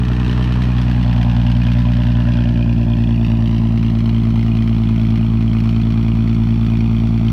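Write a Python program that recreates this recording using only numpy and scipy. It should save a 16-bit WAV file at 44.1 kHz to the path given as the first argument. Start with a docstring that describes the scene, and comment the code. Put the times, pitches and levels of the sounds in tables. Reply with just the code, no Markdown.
"""A six-cylinder car idles through a loud twin exhaust, its speed slowly settling.
Each firing pushes a deep pulse and a rasping puff of gas out of the pipes and sets them ringing;
unequal cylinders make it throb. The microphone moves from the rear corner, close past the bumper,
to a spot behind the car. The asphalt echoes the treble, and the street rumbles faintly."""
import sys
import numpy as np
from scipy import signal
from scipy.fft import rfft, irfft, next_fast_len
from scipy.io import wavfile
from scipy.ndimage import map_coordinates

SR = 44100
rng = np.random.default_rng(int(sys.argv[2]) if len(sys.argv) > 2 else 0)


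def log_audio(samples):
    """Write samples as a 16-bit WAV file to the path given in sys.argv[1]."""
    # one column per channel
    frames = np.atleast_2d(samples).T
    # limit to full scale, then quantise
    limited = np.clip(frames, -1, 1)
    pcm = np.round(limited * 32767).astype(np.int16)
    wavfile.write(sys.argv[1], SR, pcm)


N = 322812


def amp(db):
    """Decibels to gain."""
    return 10 ** (np.asarray(db) / 20)


def unit(x):
    """Scale to rms 1."""
    return x / np.sqrt(np.mean(x ** 2) + 1e-20)


def curves(rows):
    """One value per sample for each column after the time."""
    times_s, *columns = np.transpose(rows)
    return [np.interp(np.arange(N) / SR, times_s, column) for column in columns]


def filtered(x, response):
    """x through a frequency response, a function of Hz."""
    size = next_fast_len(N + SR // 2)
    return irfft(rfft(x, size) * response(np.fft.rfftfreq(size, 1 / SR)), size)[:N]


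def coloured(x, points):
    """x through a spectrum of (Hz, dB) points on a log axis."""
    hz, db = np.transpose(points)
    return filtered(x, lambda f: amp(np.interp(np.log(f + 1), np.log(hz), db)))


def resonance(f, hz, width_hz):
    """Response of one damped mode."""
    return 1j * f * width_hz / (hz * hz - f * f + 1j * f * width_hz)


def wobble(knots_per_s):
    """Smooth random curve."""
    knots = rng.standard_normal(int(N * knots_per_s / SR) + 4)
    return map_coordinates(knots, [np.arange(N) * knots_per_s / SR])


def swell(pass_s, half_width_s):
    """Inverse-distance gain as the microphone passes a spot."""
    return 1 / np.hypot(1, (np.arange(N) / SR - pass_s) / half_width_s)


# Each row: time in seconds, place (0 corner, 1 close, 2 over the bumper, 3 behind).
WALK = [(0, -0.5), (.85, 0.5), (1.3, 1), (1.85, 1), (2.6, 2), (3.1, 2.5), (4.1, 3), (7.32, 3)]

def mic_place():
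    """Microphone position at each sample."""
    return curves(WALK)[0]


def along_walk(values):
    """Glide through one value per place."""
    return np.interp(mic_place(), np.arange(len(values)), values)


# Each row: frequency in Hz, relative density in dB.
STREET_SPECTRUM = [(20, -8), (90, -8.5), (200, -5.5), (500, -22), (1500, -26), (4000, -40.5), (7000, -39.5),
                   (16000, -49.5)]

def street(level_db=-45):
    """Faint, steady neighbourhood rumble."""
    return amp(level_db) * unit(coloured(rng.standard_normal(N), STREET_SPECTRUM))


# Each row: time in seconds, echo delay in ms, gain relative to the direct sound.
GROUND_ECHO = [(0, 1, 0.12), (1.8, 0.91, 0.047), (2.5, 1.278, 0.16), (3.3, 1.07, 0.49), (4, .97, .35),
               (5, 0.95, 0.21), (7.32, 0.88, 0.28)]

def ground_echo(x, above_hz=700):
    """The asphalt's echo cuts treble notches that slide as the microphone moves."""
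    delay_ms, gain = curves(GROUND_ECHO)
    treble = filtered(x, lambda f: 1 / (1 + (above_hz / (f + 1)) ** 6))
    echo = map_coordinates(treble, [np.arange(N) - delay_ms * SR / 1000], mode="nearest")
    return x - treble + (treble + gain * echo) / np.hypot(1, gain)


# Each row: pass time in seconds, swell half-width in seconds, pitch in Hz, nominal width in Hz,
# level at the pass in dB.
BUMPER_HOLLOWS = [(1.26, 0.28, 787, 160, -35.5), (2.28, 0.27, 1530, 333, -42.5)]

def hollows(flow):
    """Gas resounds in the gaps under the bumper, heard only from close by."""
    sound = np.zeros(N)
    for pass_s, half_width_s, hz, width_hz, db in BUMPER_HOLLOWS:
        tone = filtered(flow * rng.standard_normal(N), lambda f: resonance(f, hz, 2 * width_hz) ** 2)
        sound += amp(db) * swell(pass_s, half_width_s) ** 2 * unit(tone)
    return sound


# Each row: frequency in Hz, 60 dB decay time in seconds, relative level in dB.
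TAILPIPE_MODES = [(2473, 0.038, -2.5), (2640, 0.0084, -2.5), (2836, 0.03, -3.5), (3130, 0.014, 3.5),
                  (3420, 0.016, 0.5)]

def tailpipe_ticks(firings, cylinder_db, lag_periods=0.0997, jitter_periods=0.02, scatter_db=6.0):
    """Each puff jolts the steel tailpipe, which ticks with a new mix of its modes."""
    count = int(firings[-1])
    jolts = np.arange(count) + lag_periods + jitter_periods * rng.standard_normal(count)
    onsets = np.clip(np.searchsorted(firings, jolts), 0, N - 1)
    jolt_db = np.resize(cylinder_db, count) + scatter_db * rng.uniform(-1, 1, count)
    mix = rng.standard_normal((count, len(TAILPIPE_MODES)))
    mix /= np.linalg.norm(mix, axis=1, keepdims=True)  # modes share one jolt's energy
    t = np.arange(SR // 25) / SR
    attack = 1 - np.exp(-t / 0.0013)
    ring = np.zeros(N)
    for share, (hz, t60_s, db) in zip(mix.T, TAILPIPE_MODES):
        mode = np.sin(2 * np.pi * hz * t) * amp(-60 * t / t60_s) * attack
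        strikes = np.bincount(onsets, amp(jolt_db + db) * share, N)
        ring += signal.oaconvolve(strikes, mode)[:N]
    return unit(ring)


# Each row: frequency in Hz, width in Hz, relative level in dB.
AIR_COLUMN_MODES = [(598.6, 34, -2), (687, 45, -11), (900, 56, -9), (993.5, 23, -1.5), (1310, 16, -12.5),
                    (1770, 680, -14)]

def pipe_singing(flow, kick=0.38, pass_s=2.11, half_width_s=0.86, pass_db=-39):
    """Puffs keep the pipes' air columns ringing, loudest as the microphone passes the mouth."""
    drive = kick * unit(np.gradient(flow)) + flow * rng.standard_normal(N)
    modes = lambda f: sum(amp(db) * resonance(f, hz, width_hz) for hz, width_hz, db in AIR_COLUMN_MODES)
    band = lambda f: 1 / (1 + (f / 1900) ** 8) / (1 + (530 / (f + 1)) ** 20)
    ring = unit(filtered(drive, lambda f: modes(f) * band(f)))
    return amp(pass_db) * swell(pass_s, half_width_s) * ring


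def puffs(firings, cylinder_db, opens, rise, decay, echo_gain, steady, scatter_db, echo_lag=0.38):
    """Gas flow: a burst per firing and its weaker return along the pipe, over a steady stream."""
    # opens, rise, decay and echo_lag are in firing periods
    periods = np.maximum(firings - opens, 0)
    index, age = periods.astype(int), periods % 1
    scatter = np.clip(rng.standard_normal(index[-1] + 1), -1.5, 1.1)
    size = amp(cylinder_db[index % len(cylinder_db)] + scatter_db * scatter[index])
    burst = lambda u: (1 - np.exp(-(np.maximum(u, 0) / rise) ** 2)) * np.exp(-u / decay)
    pulsing = size * np.hypot(burst(age), echo_gain * burst(age - echo_lag))
    return unit(np.hypot(pulsing, steady))


# Gas spectrum at each place. Each row: frequency in Hz, relative density in dB.
GAS_CORNER = [(300, 1.5), (430, -8.5), (510, -13.5), (650, -8), (1100, -7), (1500, -7.5), (1800, -0.5),
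              (2100, -10.5), (2600, -3), (3500, -10.5), (3900, -12), (4500, -14), (5000, -20.5),
              (5500, -18), (7000, -32), (8700, -33.5), (11000, -41), (16000, -41.5)]
GAS_CLOSE = [(300, 6), (470, -13), (600, 0), (790, -0.5), (1050, -6), (1300, -8), (1700, -1), (2100, -9),
             (2700, -4), (3500, -9.5), (4500, -14), (5900, -22), (7000, -34), (11000, -38.5), (16000, -42)]
GAS_BUMPER = [(300, 4), (480, -12.5), (600, 6.5), (1000, -15.5), (1300, -20), (1750, -7), (2150, -13),
              (2700, -2.5), (3500, -14), (4500, -14.5), (5800, -21), (7000, -38.5), (11000, -42),
              (16000, -46.5)]
GAS_BEHIND = [(300, 8), (500, -13), (640, 2.5), (1000, -5.5), (1350, -3.5), (1800, -10.5), (2400, -4.5),
              (3200, -10), (3750, -13), (4450, -13.5), (4900, -21), (5600, -19), (7200, -36.5),
              (8500, -34.5), (10700, -38.5), (16000, -37)]

def gas_rush(flow, band):
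    """Turbulence driven by the flow, its colour cross-fading from place to place."""
    place = mic_place()
    sound = np.zeros(N)
    for i, spectrum in enumerate((GAS_CORNER, GAS_CLOSE, GAS_BUMPER, GAS_BEHIND)):
        turbulence = coloured(flow * rng.standard_normal(N), spectrum)
        fade = np.sqrt(np.maximum(1 - abs(place - i), 0))
        sound += fade * unit(filtered(turbulence, band))
    return sound


# Standing waves of the whole exhaust. Each row: frequency in Hz, width in Hz,
# relative level beside the car in dB, the same behind it, polarity.
EXHAUST_MODES = [(108.1, 15, -3.5, -4.5, -1), (172.6, 12.9, -5, 6.5, 1), (219.3, 11, -7.5, -1.5, 1),
                 (245.5, 9.1, -8.5, -20.5, 1)]

def throb(firings, push, unevenness=0.1, travel_ms=5.95, muffler_hz=370):
    """Strong and weak cylinders repeat every sixth firing and boom in the pipes."""
    place = mic_place()
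    lag_periods = 0.23 - 0.04 * np.clip(place - 2, 0, 1)
    onsets = np.flatnonzero(np.diff(np.floor(firings - lag_periods)))
    count = len(onsets)
    pulses = np.zeros(N)
    pulses[onsets] = np.resize(push - push.mean(), count) + unevenness * rng.standard_normal(count)
    muffler = lambda f: np.exp(-2j * np.pi * f * travel_ms / 1000) / (1 + (f / muffler_hz) ** 6)
    # the two outlets sum differently as the microphone comes between them
    behind = np.clip((place - 1) / 2, 0, 1)
    boom = np.zeros(N)
    for hz, width_hz, beside_db, behind_db, polarity in EXHAUST_MODES:
        wave = filtered(pulses, lambda f: resonance(f, hz, width_hz) * muffler(f))
        boom += polarity * amp(beside_db + behind * (behind_db - beside_db)) * wave
    return unit(boom)


# Drone at each place. Each row: multiple of the firing rate, relative level in dB.
DRONE_CORNER = [(1, 1), (2, 1.5), (3, -4.5), (4, -9), (5, -15.5), (6, -23.5), (7, -21), (8, -50)]
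DRONE_CLOSE = [(1, -0.5), (2, 1.5), (3, -5.5), (4, -6), (5, -22), (6, -31.5), (7, -38), (8, -43)]
DRONE_BUMPER = [(1, 2), (2, 4), (3, -5.5), (4, -0.5), (5, -11.5), (6, -17), (7, -31.5), (8, -48)]
DRONE_BEHIND = [(1, -4), (2, 0.5), (3, -11), (4, -2), (5, -16), (6, -19.5), (7, -30), (8, -34.5)]

def drone(firings, bass_lead_cycles=0.72, waver_db=0.37):
    """Clean low orders of the firing rate; the lowest run ahead of the pulse's crest."""
    spectra = [dict(rows) for rows in (DRONE_CORNER, DRONE_CLOSE, DRONE_BUMPER, DRONE_BEHIND)]
    # behind the car both outlets are equally near and the crest comes earlier
    crest_periods = np.interp(mic_place(), [2, 3], [0.2695, 0.2177])
    hum, power = np.zeros(N), np.zeros(N)
    for order in spectra[0]:
        gain = amp(along_walk([spectrum[order] for spectrum in spectra]))
        cycles = order * (firings - crest_periods) + bass_lead_cycles / order ** 1.196
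        hum -= gain * amp(waver_db * wobble(25)) * np.cos(2 * np.pi * cycles)
        power += gain ** 2 / 2
    return hum / np.sqrt(power)


# Each row: time in seconds, firings per second.
IDLE_SPEED = [(0.0, 60.72), (0.42, 61.82), (0.93, 61.16), (1.19, 59.14), (2.04, 60.03), (3.45, 56.67),
              (4.47, 56.69), (4.93, 55.92), (6.24, 56.59), (7.32, 56.61)]
# Cylinders in firing order. Each row: extra push as a share, then chuff, rasp and tick offsets in dB.
CYLINDERS = [(0.91, 3.5, 0, 2), (-.02, 2.5, -0.5, -2), (-0.42, -2.5, 2.1, 3.5), (-0.79, -5.5, 1.5, -5.5),
             (0.72, 2, -1.7, 0.5), (-0.041, 2.5, 1.5, -4)]
# Places from corner to behind. Each row: drone, throb, chuff, rasp and tick levels in dB.
PLACE_LEVELS = [(-14.5, -24.5, -28, -36.5, -48.5), (-12.5, -21.5, -35.5, -38.5, -44.5),
                (-13.3, -22.5, -34, -43, -44.5), (-13.5, -28, -33.5, -42, -46.5)]

def exhaust(split_hz=1300):
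    """Drone, throb, soft chuff, sharp rasp and ringing pipes, all locked to the firings."""
    firings = np.cumsum(curves(IDLE_SPEED)[0]) / SR
    push, chuff_offsets_db, rasp_offsets_db, tick_offsets_db = np.transpose(CYLINDERS)
    drone_db, throb_db, chuff_db, rasp_db, tick_db = map(along_walk, np.transpose(PLACE_LEVELS))
    lowpass = lambda f: 1 / np.sqrt(1 + (f / split_hz) ** 8)
    highpass = lambda f: np.sqrt(1 - lowpass(f) ** 2)
    chuff_flow = puffs(firings, chuff_offsets_db, opens=0.038, rise=0.072, decay=0.21,
                       echo_gain=0.4, steady=0.27, scatter_db=0.5)
    rasp_flow = puffs(firings, rasp_offsets_db, opens=0.023, rise=0.067, decay=0.23,
                      echo_gain=0.41, steady=0.22, scatter_db=4.5)
    boom = amp(throb_db) * throb(firings, push)
    chuff = amp(chuff_db) * gas_rush(chuff_flow, lowpass)
    rasp = amp(rasp_db) * gas_rush(rasp_flow, highpass)
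    ticks = amp(tick_db) * tailpipe_ticks(firings, tick_offsets_db)
    hum = amp(drone_db) * drone(firings)
    return hum + boom + chuff + rasp + ticks + pipe_singing(chuff_flow) + hollows(chuff_flow)


def scene():
    """The idling car with its ground echo, over the street; mono."""
    return (ground_echo(exhaust()) + street())[None]


def record(dry, top_hz=15800):
    """Cut everything above the band limit."""
    return np.array([filtered(x, lambda f: f < top_hz) for x in dry])


dry = scene()
out = record(dry)
log_audio(out)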